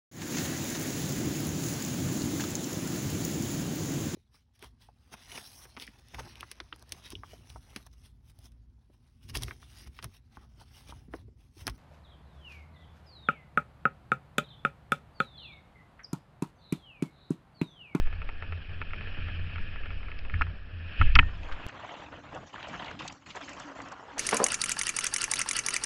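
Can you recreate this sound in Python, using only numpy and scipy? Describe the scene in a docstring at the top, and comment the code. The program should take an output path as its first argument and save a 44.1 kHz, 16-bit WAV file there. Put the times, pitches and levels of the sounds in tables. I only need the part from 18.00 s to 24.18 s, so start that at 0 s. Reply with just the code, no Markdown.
"""A helmet camera rides a bicycle down a dry trail: wind buffets it, its mount drums, its closed housing
hisses and knocks. Wind, drumming and hiss are shaped noise; knocks and jolts set off dying tones.
The helmet sound stops abruptly, while the tyres fade in at a second microphone beside the trail.
They crunch and skid as patchy noise full of crackles, with stones, ticks and a low hum around them."""
import sys
import numpy as np
from scipy import signal
from scipy.io import wavfile
from scipy.ndimage import uniform_filter1d

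SR = 44100
rng = np.random.default_rng(int(sys.argv[2]) if len(sys.argv) > 2 else 0)


def store_wav(level_fs):
    """Save 16-bit WAV to argv[1]."""
    pcm = np.round(np.clip(np.atleast_2d(level_fs), -1, 1) * 32767)
    wavfile.write(sys.argv[1], SR, pcm.T.astype(np.int16))


N = 272582  # length of the sound in samples

# How wind and hiss change on the ride. Each row: time in seconds, wind level in dB, hiss level in dB.
RIDE_LEVELS = [(0.0, -24.5, -51.5), (0.15, -32.5, -54), (0.6, -41, -53.5), (1.05, -33, -48.5),
               (1.27, -34.5, -44), (1.42, -35.5, -48.5), (1.72, -35.5, -48.5), (1.82, -29.5, -50),
               (2.1, -32, -53), (2.29, -33, -56), (2.35, -30.5, -46.5), (2.62, -41, -60.5),
               (2.8, -44.5, -55), (2.95, -39, -46), (3.02, -20.5, -37.5), (3.17, -18, -47.5),
               (3.36, -39.5, -58), (3.57, -31, -58), (3.66, -51, -53.5)]
# Colour of the wind buffeting. 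Each row: pitch in Hz, relative level per Hz in dB.
WIND_COLOUR = [(3, -20.5), (6, 16), (15, 3), (24, 0.5), (34, -15.5), (48, -7.5), (64, -23), (100, -45),
               (200, -70)]
# Modes of the mount, the second shaken by the wind. Each row: pitch in Hz, rough width in Hz.
MOUNT_MODES = [(85, 9), (49, 8), (155, 16)]
# The mount drums over rough stretches. Each row: start in seconds, length in seconds, level in dB.
DRUMMING = [(0.097, 0.134, -42.5), (0.411, 0.18, -39.5), (0.674, 0.15, -39), (0.897, 0.19, -42.5),
            (1.177, 0.41, -37.5), (1.612, 0.11, -40.5), (1.862, 0.22, -45.5), (2.325, 0.035, -30.5),
            (2.427, 0.059, -33.5), (2.721, 0.136, -42), (2.994, 0.024, -22.5), (3.132, 0.091, -28),
            (3.273, 0.15, -45.5)]
# How drumming comes and goes: attack in seconds, release in dB per second, resting level in dB.
DRUMMING_SHAPE = (0.014, 220, -50.5)
# Colour of the hiss through the closed housing. 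Each row: pitch in Hz, relative level per Hz in dB.
HISS_COLOUR = [(70, -30), (115, -10.5), (135, -6), (156, -3), (200, -16.5), (380, -17.5), (630, -19),
               (990, -28), (1200, -19), (1480, -19), (1700, -8.5), (2010, -22), (2520, -11), (3140, -19),
               (3630, -29), (5500, -37.5), (7000, -63.5)]
# How far each pitch follows the hiss level. Each row: pitch in Hz, share (1 is fully).
HISS_SURGE = [(300, 0.44), (1000, 0.13), (2500, 0.97), (5000, 0.45)]
# The hiss sings in the housing. Each row: pitch in Hz, rough width in Hz, level over the hiss level in dB.
HISS_WHISTLES = [(2520, 160, -8), (3066, 200, -13.5)]
# Modes of the housing. Each row: pitch in Hz, relative level in dB, time to fall by 60 dB in seconds.
HOUSING_MODES = [(450, -6.5, 0.027), (572.4, -9, 0.026), (912, -14, 0.053), (1140, -4.5, 0.0057),
                 (1365, 7, 0.012), (1703, 4.5, 0.01), (2305, 4, 0.011), (2520, 4.5, 0.01),
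                 (2980, -6.5, 0.0128), (3300, -24, 0.0078)]
# Hard knocks on one spot. Each row: time in seconds, relative level in dB, pitch of the spot in Hz,
# length in seconds, snap in dB and rebound in dB (both relative to the knock).
HARD_KNOCKS = [(2.19, -32, 2400, 0.0014, -9, -19), (2.34, -22, 1560, 0.00211, -33.5, -21.5),
               (2.4118, -12.5, 1470, 0.0013, -44, -19.5), (2.419, -12, 1900, 0.0021, -31, -20),
               (3.0137, -8.5, 1590, 0.0022, -45, -11.5), (3.1545, -6.5, 2520, 0.0024, -9, -28.5),
               (3.162, -4.5, 1410, 0.0011, -45, -16), (3.1891, -2.5, 2130, 0.0047, -36.5, -23),
               (3.2285, -25.5, 1400, 0.002, -42, -25), (3.293, -35.5, 1250, 0.00175, -40, -20)]
# The camera rattles lightly in its housing. Each row: time in seconds, relative level in dB.
RATTLES = [(0.072, -34), (0.1276, -31.5), (0.2178, -28), (0.2903, -26), (0.424, -26), (0.5234, -27),
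           (0.816, -22), (0.907, -35), (0.934, -24.5), (1.0096, -29), (1.0717, -31.5), (1.17, -36.5),
           (1.284, -32), (1.4973, -37), (1.5586, -27.5), (1.5816, -30.5), (1.7247, -40), (1.759, -31),
           (1.8348, -35), (1.858, -31), (1.905, -31), (2.031, -35), (2.0841, -32), (2.1168, -29),
           (2.2505, -32.5), (2.2977, -29), (2.4677, -33.5)]
# Hard jolts, and last a slow low swell of wind pressure just before the helmet sound stops. Each row: time in
# seconds, relative level in dB, pitch of the thump in Hz.
HARD_JOLTS = [(2.335, -23, 91), (2.408, -19.5, 63.5), (3.01, -10.5, 73), (3.157, -9.5, 48.5),
              (3.19, -8, 75), (3.223, -30, 52.4), (3.658, -25, 28)]
# Helmet and mount ringing after a jolt. Each row: pitch in Hz, level relative to the thump in dB,
# time to fall by 60 dB in seconds.
HELMET_RINGING = [(52.7, -13, 0.47), (165.4, -19, 0.1), (269, -18, 0.094)]
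# The tyres beside the trail fade in. Each row: time in seconds, gain in dB.
TYRE_FADE = [(2.9, -24), (3.2, -8), (3.45, -0.2)]
# The tyres dig in, patch after patch. Each row: start in seconds, length in seconds,
# relative crunch level in dB, grit over crunch in dB, sand over crunch in dB.
SKID_PATCHES = [(3.195, 0.286, -53, -4, -27), (3.477, 0.2, -49.5, -6, -34), (3.676, .025, -50.5, -9, -22),
                (3.715, 0.055, -48, -8, -37.5), (3.787, .11, -46, -9.5, -24),
                (3.906, 0.062, -47, -9.5, -20), (3.959, 0.083, -48, -7.5, -21.5),
                (4.07, 0.068, -54.5, -16, -28), (4.115, 0.075, -50, -8, -30), (4.229, 0.0835, -52, -8, -36),
                (4.319, 0.0652, -47, -10.5, -22), (4.406, 0.036, -51.5, -10, -24),
                (4.458, 0.036, -56.5, -6.5, -8), (4.526, 0.16, -50.5, -3, -19),
                (4.671, 0.11, -47.5, -7, -13), (4.79, .13, -44, -6, -23), (4.947, 0.053, -60, -3, -16),
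                (4.99, 0.03, -45.5, -4, -11.5), (5.033, 0.041, -48, -4, -9.5),
                (5.101, 0.054, -58, -11, -5.5), (5.256, 0.054, -54, 0, -5), (5.344, 0.03, -44, -6.5, -12.5),
                (5.402, 0.02, -46, -5.5, -10.5), (5.427, 0.046, -56.5, -1, -1.5),
                (5.478, 0.035, -49.5, -3, -8.5), (5.52, 0.0365, -52, -11, -11),
                (5.558, 0.066, -47.5, -9.5, -12), (5.627, 0.093, -46, -14, -19.5),
                (5.747, 0.093, -46.5, -14.5, -18.5), (5.845, 0.057, -48.5, -10.5, -19),
                (5.907, 0.02, -44, -13, -21), (5.953, 0.16, -51.5, -11.5, -21),
                (6.076, .07, -48.5, -11.5, -21), (6.159, .03, -42.5, -18, -30)]
# How a patch comes and goes: attack in seconds, release in dB per second, resting crunch level in dB.
PATCH_SHAPE = (0.0093, 323, -63)
# Colours of the clods, grit, sand and low roll. Each row: pitch in Hz, relative level per Hz in dB.
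CLOD_COLOUR = [(300, -21.5), (520, -5.5), (850, -3.5), (1300, -5.5), (1900, -11), (3000, -46)]
GRIT_COLOUR = [(1200, -17), (2000, -1), (3000, 0.9), (4200, -13.5), (6000, -45.5)]
SAND_COLOUR = [(2800, -29), (4200, 1), (5500, -0.5), (7000, -1), (8200, -14.5)]
ROLL_COLOUR = [(40, -41), (65, -3.5), (90, 6), (230, -1), (330, 3.5), (420, -40.5)]
# The low roll of the tyres, before it follows the crunch. Each row: time in seconds, level in dB.
ROLL_LEVELS = [(3.7, -55.5), (4.3, -52.5), (4.42, -48.5), (4.51, -63), (4.55, -51), (4.66, -56),
               (4.69, -47.5), (5.13, -53.5), (5.18, -64), (5.25, -62), (5.28, -53.5), (5.34, -62),
               (5.5, -56), (5.62, -52.5), (5.71, -63), (5.79, -50.5), (5.86, -57), (6.18, -60)]
# Stones kicked and crushed. Each row: time in seconds, relative level in dB, centre pitch in Hz,
# length in seconds.
STONE_HITS = [(3.432, -38.5, 2480, .004), (3.488, -32.5, 1157, .01), (3.515, -32, 1420, 0.016),
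              (3.523, -37.5, 2920, 0.0064), (3.692, -35, 1600, .008), (3.75, -38.5, 1160, .006),
              (3.845, -34, 880, 0.0067), (3.908, -34, 795, 0.013), (4.127, -46, 685, 0.0074),
              (4.182, -41, 550, 0.0097), (4.246, -42, 830, 0.0076), (4.349, -35.5, 603, 0.014),
              (4.405, -43, 460, .006), (4.427, -40, 527, 0.0069), (4.541, -28.5, 890, .003),
              (4.559, -30.5, 1300, 0.004), (4.581, -32, 1240, 0.0036), (4.608, -32.5, 1450, 0.0026),
              (4.629, -31, 2270, 0.0026), (4.645, -34, 960, .004), (4.671, -29.5, 930, 0.0031),
              (4.686, -33, 500, 0.0045), (4.732, -29, 1290, 0.0023), (4.74, -30, 1430, 0.012),
              (4.763, -36, 1350, 0.0036), (4.799, -33, 793, 0.013), (4.823, -34, 1870, 0.0074),
              (4.846, -39, 3300, .004), (4.861, -38, 2900, 0.0058), (4.873, -39, 950, 0.0079),
              (4.913, -26.5, 1510, 0.00255), (4.992, -32.5, 2800, 0.0089), (5.005, -31, 930, 0.0067),
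              (5.052, -30.5, 766, 0.0075), (5.079, -31, 3340, 0.0062), (5.099, -36.5, 2190, 0.0044),
              (5.305, -35.5, 2800, 0.0068), (5.352, -34, 860, 0.016), (5.409, -34, 1500, 0.0069),
              (5.479, -39, 1660, 0.013), (5.498, -39, 1550, 0.0055), (5.579, -37, 895, 0.01),
              (5.758, -32.5, 663, 0.0049), (5.789, -33, 600, .005), (5.917, -33, 1100, 0.0084),
              (6.081, -39, 656, 0.01), (6.172, -32, 824, 0.011)]
# Sharp high ticks, likely the chain. Each row: time in seconds, relative level in dB.
SHARP_TICKS = [(3.6855, -41), (4.3478, -42), (4.685, -40), (5.0784, -28.5), (5.124, -38), (5.359, -37.5),
               (5.493, -34.5), (5.532, -39), (5.598, -33.5), (5.818, -39), (5.8857, -43), (5.9202, -38)]
# Swells of a low hum, likely tyre and frame. Each row: start in seconds, length in seconds, level in dB.
HUM_SWELLS = [(4.95, 0.13, -54.5), (5.41, 0.11, -52), (5.63, 0.049, -47.5), (5.77, 0.098, -52.5),
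              (6.119, .06, -53)]
# How a swell comes and goes: attack in seconds, release in dB per second, resting level in dB.
SWELL_SHAPE = (0.025, 115, -71)

CUT_S, HELMET_EDGE_HZ = 3.666, 5600  # when the helmet camera stops, and the top of its narrow band
USUAL_HISS_DB = -47  # the surge brightens the hiss above this level and dulls it below
REBOUND_S = 0.0075  # delay of the camera's rebound after a knock
RATTLE_HZ, RATTLE_S = 2400, 0.0017  # pitch of the struck spot, length of the blow
RATTLE_SNAP_DB, RATTLE_REBOUND_DB = -35, -6.5
THUMP_T60_S = 0.1
PING_S, PING_DB, PING_HZ, PING_T60_S = 3.192, -35, 1830, 0.33
REST_GRIT_DB, REST_SAND_DB = -7.5, -11  # over the crunch, between patches
ROLL_FOLLOWS = 0.28  # share of the crunch's swings that the low roll follows
HUM_HZ = 279.8
TRAIL_EDGE_HZ, LAST_EDGE_HZ = 7950, 15800  # top of the trail-side microphone, top of the whole


def helmet():
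    """All the helmet sounds pass through the small camera's narrow band and stop abruptly."""
    t = np.arange(N) / SR
    wind_db, hiss_db = columns(RIDE_LEVELS, t)
    out = wind(wind_db) + mount(wind_db) + housing_hiss(hiss_db)
    out += hard_knocks() + light_rattles(hiss_db) + jolts()
    return low_pass(out, HELMET_EDGE_HZ) * (t < CUT_S)


def wind(wind_db):
    """Wind buffets the camera: low noise with a slightly restless level."""
    return gain_of(wind_db) * steady(WIND_COLOUR, size=4096, patchy_db=0.5, flicker_db=1.0)


def mount(wind_db):
    """The mount sounds at its own pitches: two drum over rough ground, one is shaken by the wind."""
    low_mode, wind_mode, high_mode = MOUNT_MODES
    drum_gain = gain_of(spells(*np.transpose(DRUMMING), *DRUMMING_SHAPE))
    drumming = drum_gain * (waver(*low_mode) + 0.17 * waver(*high_mode))
    return drumming + gain_of(wind_db - 10) * waver(*wind_mode)


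def housing_hiss(hiss_db):
    """Hiss through the closed housing changes colour as it surges, and sings at two pitches."""
    def shape_db(hz, t):
        surge_db = columns(RIDE_LEVELS, t)[1] - USUAL_HISS_DB
        return read(HISS_COLOUR, hz) + read(HISS_SURGE, hz) * surge_db

    hiss = noise(shape_db, size=512, patchy_db=2.0, flicker_db=1.17)
    out = gain_of(-49) * evened(hiss)
    for hz, width_hz, over_db in HISS_WHISTLES:
        out += gain_of(hiss_db + over_db) * waver(hz, width_hz)
    return out


def hard_knocks():
    """Hard blows on one spot of the housing ring mostly the modes near that spot's pitch."""
    out = np.zeros(N)
    draws = rng.standard_normal((len(HARD_KNOCKS), 900))
    for (s, *blow), draw in zip(HARD_KNOCKS, draws):
        add(out, s - 0.001, knock(draw, *blow, spread=0.638, firm=0.37))
    return out


def light_rattles(hiss_db):
    """The camera rattles lightly in its housing, shaking all of it, over many fainter rattles."""
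    out = np.zeros(N)
    blow = RATTLE_HZ, RATTLE_S, RATTLE_SNAP_DB, RATTLE_REBOUND_DB
    draws = rng.standard_normal((len(RATTLES), 900))
    for (s, level_db), draw in zip(RATTLES, draws):
        add(out, s - 0.001, knock(draw, level_db, *blow, spread=4.0, firm=1.1))
    hits = gain_of(1.8 * rng.exponential(1, N)) * (rng.random(N) < 45 / SR)  # about 45 per second
    one_rattle = knock(rng.standard_normal(900), 0, *blow, spread=2.4)
    faint = evened(signal.oaconvolve(hits, one_rattle)[:N])
    return out + gain_of(hiss_db - 14.5) * faint


def jolts():
    """A hard jolt thumps and leaves helmet and mount ringing, as does a slow swell of wind pressure just before
    the helmet sound stops; the hardest knock leaves a thin ping."""
    out = np.zeros(N)
    shell = sum(ringing(db, hz, t60) for hz, db, t60 in HELMET_RINGING)
    for s, level_db, thump_hz in HARD_JOLTS:
        add(out, s, gain_of(level_db) * (ringing(0, thump_hz, THUMP_T60_S) + shell))
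    add(out, PING_S, ringing(PING_DB, PING_HZ, PING_T60_S))
    return out


def knock(draw, level_db, hz, length, snap_db, rebound_db, spread, firm=0.8):
    """Impacts ring the housing, most near the struck spot; a snap is added and the camera rebounds once."""
    t = np.arange(SR // 20) / SR
    ring = np.zeros(len(t))
    for mode_hz, db, t60 in HOUSING_MODES:
        reach = np.exp(-(np.log2(mode_hz / hz) / spread) ** 2) + 0.13  # far modes still sound a little
        ring += reach * gain_of(db - 60 * t / t60) * np.sin(2 * np.pi * mode_hz * t)
    ring *= (1 - np.exp(-t / 0.00052)) ** 2  # soft start
    sound = unit(signal.fftconvolve(burst(draw, length, firm), ring), length)
    snap = resonate(resonate(burst(draw, 1.1 * length, firm), 4700, 3600), 4700, 3600)
    add(sound, 0, gain_of(snap_db) * unit(snap, length))
    rebound = signal.fftconvolve(burst(draw[::-1], length), ring)
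    add(sound, REBOUND_S, gain_of(rebound_db) * unit(rebound, length))
    return gain_of(level_db) * 0.52 * sound


def tyres():
    """Tyres dig into clods, grit and sand: each is a patchy wash with crackles, over a low roll."""
    start, length, db, grit_over, sand_over = np.transpose(SKID_PATCHES)
    attack_s, release, rest_db = PATCH_SHAPE
    clods_db = spells(start, length, db, attack_s, release, rest_db)
    grit_db = spells(start, length, db + grit_over, attack_s, release, rest_db + REST_GRIT_DB)
    sand_db = spells(start, length, db + sand_over, attack_s, release, rest_db + REST_SAND_DB)
    swings_db = clods_db - uniform_filter1d(clods_db, size=SR // 2)
    roll_db = columns(ROLL_LEVELS, np.arange(N) / SR)[0] + ROLL_FOLLOWS * swings_db

    scrape = (2, 20)  # patches narrow in pitch and drawn out in time colour the scraping
    clods = 0.94 * steady(CLOD_COLOUR, size=256, patchy_db=3.0, flicker_db=1.0, patch=scrape)
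    clods += 0.63 * grains(CLOD_COLOUR, per_s=450, cycles=4.1, spread_db=2.8, count=10)
    grit = 1.33 * steady(GRIT_COLOUR, size=256, patchy_db=4.5, flicker_db=1.0, patch=scrape)
    grit += 0.5 * grains(GRIT_COLOUR, per_s=450, cycles=6, spread_db=1.6, count=8)
    sand = 1.16 * steady(SAND_COLOUR, size=256, patchy_db=5.5, flicker_db=1.5, patch=scrape)
    sand += 0.18 * grains(SAND_COLOUR, per_s=420, cycles=19, spread_db=1.8, count=10)
    roll = steady(ROLL_COLOUR, size=1024, patchy_db=2.0, flicker_db=0.8)

    crunch = tread_bites() * (gain_of(clods_db) * clods + gain_of(grit_db) * grit)
    return crunch + gain_of(sand_db) * sand + gain_of(roll_db) * roll


def tread_bites():
    """Tread knobs bite in about 110 times a second; each bite lifts the crunch and dies away in 6 ms."""
    sizes = gain_of(4 * np.minimum(rng.exponential(1, N), 3))
    hits = sizes * (rng.random(N) < 110 / SR)
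    dying = signal.lfilter([1], [1, -np.exp(-1 / (0.006 * SR))], hits)
    return 0.68 + 0.32 * evened(dying)


def grains(points, per_s, cycles, spread_db, count):
    """Short crackles of many pitches, each pitch with its own sparse train of uneven sizes."""
    out = np.zeros(N)
    for hz in np.geomspace(points[1][0], points[-2][0], count):
        t = np.arange(int(3 * cycles * SR / hz)) / SR
        hits = rng.random((int(per_s / count * N / SR), 2))
        places = (hits[:, 0] * N).astype(int)
        size = np.zeros(N)
        size[places] = gain_of(spread_db * np.minimum(-np.log(1 - hits[:, 1]), 4))
        crackle = np.sin(2 * np.pi * hz * t) * t * hz * np.exp(-2 * t * hz / cycles)
        level = gain_of(read(points, hz)) * hz / cycles
        out += level * signal.oaconvolve(size, crackle)[:N] / 1000
    return evened(out)


def stones():
    """Each stone gives a dry crack and a noisy crunch around its pitch, swelling when long."""
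    out = np.zeros(N)
    draws = rng.standard_normal((len(STONE_HITS), 1800))
    for (s, level_db, hz, length), draw in zip(STONE_HITS, draws):
        swell = 1 - np.exp(-np.arange(len(draw)) / (0.47 * abs(length) * SR))
        crunch = burst(draw * swell, length, firm=0.45)
        for width_hz in (0.5 * hz, hz, 1.5 * hz):
            crunch = resonate(crunch, hz, width_hz)
        crack = resonate(resonate(burst(draw, 0.0015, firm=0.3), 2300, 1900), 2300, 2400)
        stone = 0.36 * unit(crunch, abs(length)) + 0.11 * unit(crack, 0.0012)
        add(out, s - 0.001, gain_of(level_db) * stone)
    return out


def ticks():
    """Sharp ticks, likely the chain: brief bursts of impacts through one high, wide resonance."""
    out = np.zeros(N)
    draws = rng.standard_normal((len(SHARP_TICKS), 600))
    for (s, level_db), draw in zip(SHARP_TICKS, draws):
        tick = resonate(burst(draw, 0.0053, firm=0.22), 6500, 3700)
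        add(out, s - 0.001, gain_of(level_db) * 0.34 * unit(tick, 0.003))
    return out


def hum():
    """A fuzzy low tone, likely tyre and frame, comes and goes in swells."""
    return gain_of(spells(*np.transpose(HUM_SWELLS), *SWELL_SHAPE)) * waver(HUM_HZ, 24)


def burst(draw, length, firm=0.8):
    """One firm impact amid a cluster of tiny ones that dies out soon after the length."""
    t = np.arange(len(draw)) / SR
    rubble = draw * (1 - np.exp(-t / 0.00098)) * np.exp(-(t / max(length, 0.0006)) ** 1.5)
    impact = np.arange(len(draw)) == 30  # a single sample
    return rubble + firm * np.linalg.norm(rubble) * impact


def ringing(peak_db, hz, t60):
    """One mode, struck softly and dying away."""
    u = np.arange(SR // 2) / SR
    return gain_of(peak_db - 60 * u / t60) * np.sin(2 * np.pi * hz * u) * (1 - np.exp(-u / 0.0034))


def waver(hz, width_hz):
    """A fuzzy tone: resonating noise that drifts in pitch but keeps a fairly even strength."""
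    tone = resonate(resonate(rng.standard_normal(N), hz, width_hz), hz, 2 * width_hz)
    strength = np.sqrt(uniform_filter1d(tone ** 2, size=int(SR / hz)) + 0.19 * np.mean(tone ** 2))
    return evened(tone / strength ** 0.55)


def spells(starts, lengths, levels_db, attack_s, release_db_per_s, rest_db):
    """Level in dB of spells that rise, hold and die away over a steady rest; their powers add."""
    power = np.full(N, gain_of(rest_db) ** 2)
    for s, length, db in zip(starts, lengths, levels_db):
        u = np.arange(round((length + 0.4) * SR)) / SR
        rise = np.minimum(u / attack_s, 1)
        fall = gain_of(db - release_db_per_s * np.maximum(u - length, 0))
        add(power, s, (rise * fall) ** 2)
    return 10 * np.log10(power)


def noise(shape_db, size, patchy_db, flicker_db, patch=(6, 8)):
    """Random short-time spectra; shape_db(hz, t) gives the level; patches and shared flicker roughen it."""
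    hop = size // 4
    t = np.arange(N // hop + 5) * hop / SR
    hz = np.fft.rfftfreq(size, 1 / SR)[:, None]
    a, b, patches = rng.standard_normal((len(t), len(hz), 3)).T
    patches = uniform_filter1d(patches, size=patch[0], axis=0)  # along pitch
    patches = evened(uniform_filter1d(patches, size=patch[1], axis=1))  # along time
    flicker = evened(uniform_filter1d(rng.standard_normal(len(t)), size=3))
    level = gain_of(shape_db(hz, t) + patchy_db * patches + flicker_db * flicker)
    return signal.istft((a + 1j * b) * level, nperseg=size, noverlap=size - hop)[1][:N]


def steady(points, size, patchy_db, flicker_db, patch=(6, 8)):
    """Noise whose underlying colour stays the same, scaled to rms 1."""
    return evened(noise(lambda hz, t: read(points, hz) + 0 * t, size, patchy_db, flicker_db, patch))


def resonate(x, hz, width_hz):
    """A fixed resonance, as a two-pole peak."""
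    return signal.lfilter(*signal.iirpeak(hz, hz / width_hz, SR), x)


def low_pass(x, hz):
    """Removes what lies above hz, without delay."""
    return signal.oaconvolve(x, signal.firwin(511, hz, window=("kaiser", 9), fs=SR), "same")


def gain_of(db):
    """Turns dB into a plain factor."""
    return 10 ** (np.asarray(db) / 20)


def evened(x):
    """Scales a signal to rms 1."""
    return x / np.sqrt(np.mean(x ** 2) + 1e-20)


def unit(sound, length):
    """Scales a short sound to rms 1 over its length."""
    return sound / np.sqrt(np.sum(sound ** 2) / (SR * length))


def read(points, hz):
    """Reads a table of pitches at hz, with straight lines over log pitch."""
    f, value = np.transpose(points)
    return np.interp(np.log(hz + 1), np.log(f + 1), value)


def columns(rows, t):
    """Reads each column of a timed table at the times t, with straight lines between rows."""
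    s, *values = np.transpose(rows)
    return [np.interp(t, s, v) for v in values]


def add(mix, s, sound):
    """Adds a sound into the mix from second s on."""
    part = mix[round(s * SR):][:len(sound)]
    part += sound[:len(part)]


def scene():
    """The helmet camera, then the trail side, where the tyres fade in."""
    fade = gain_of(columns(TYRE_FADE, np.arange(N) / SR)[0])
    trail_side = fade * tyres() + stones() + ticks() + hum()
    return (helmet() + low_pass(trail_side, TRAIL_EDGE_HZ))[None]


def record(dry):
    """A faint electronic hiss, then the last band limit."""
    hiss = gain_of(-93.5) * rng.standard_normal(N)
    return low_pass(dry[0] + hiss, LAST_EDGE_HZ)[None]


dry = scene()
out = record(dry)
store_wav(out)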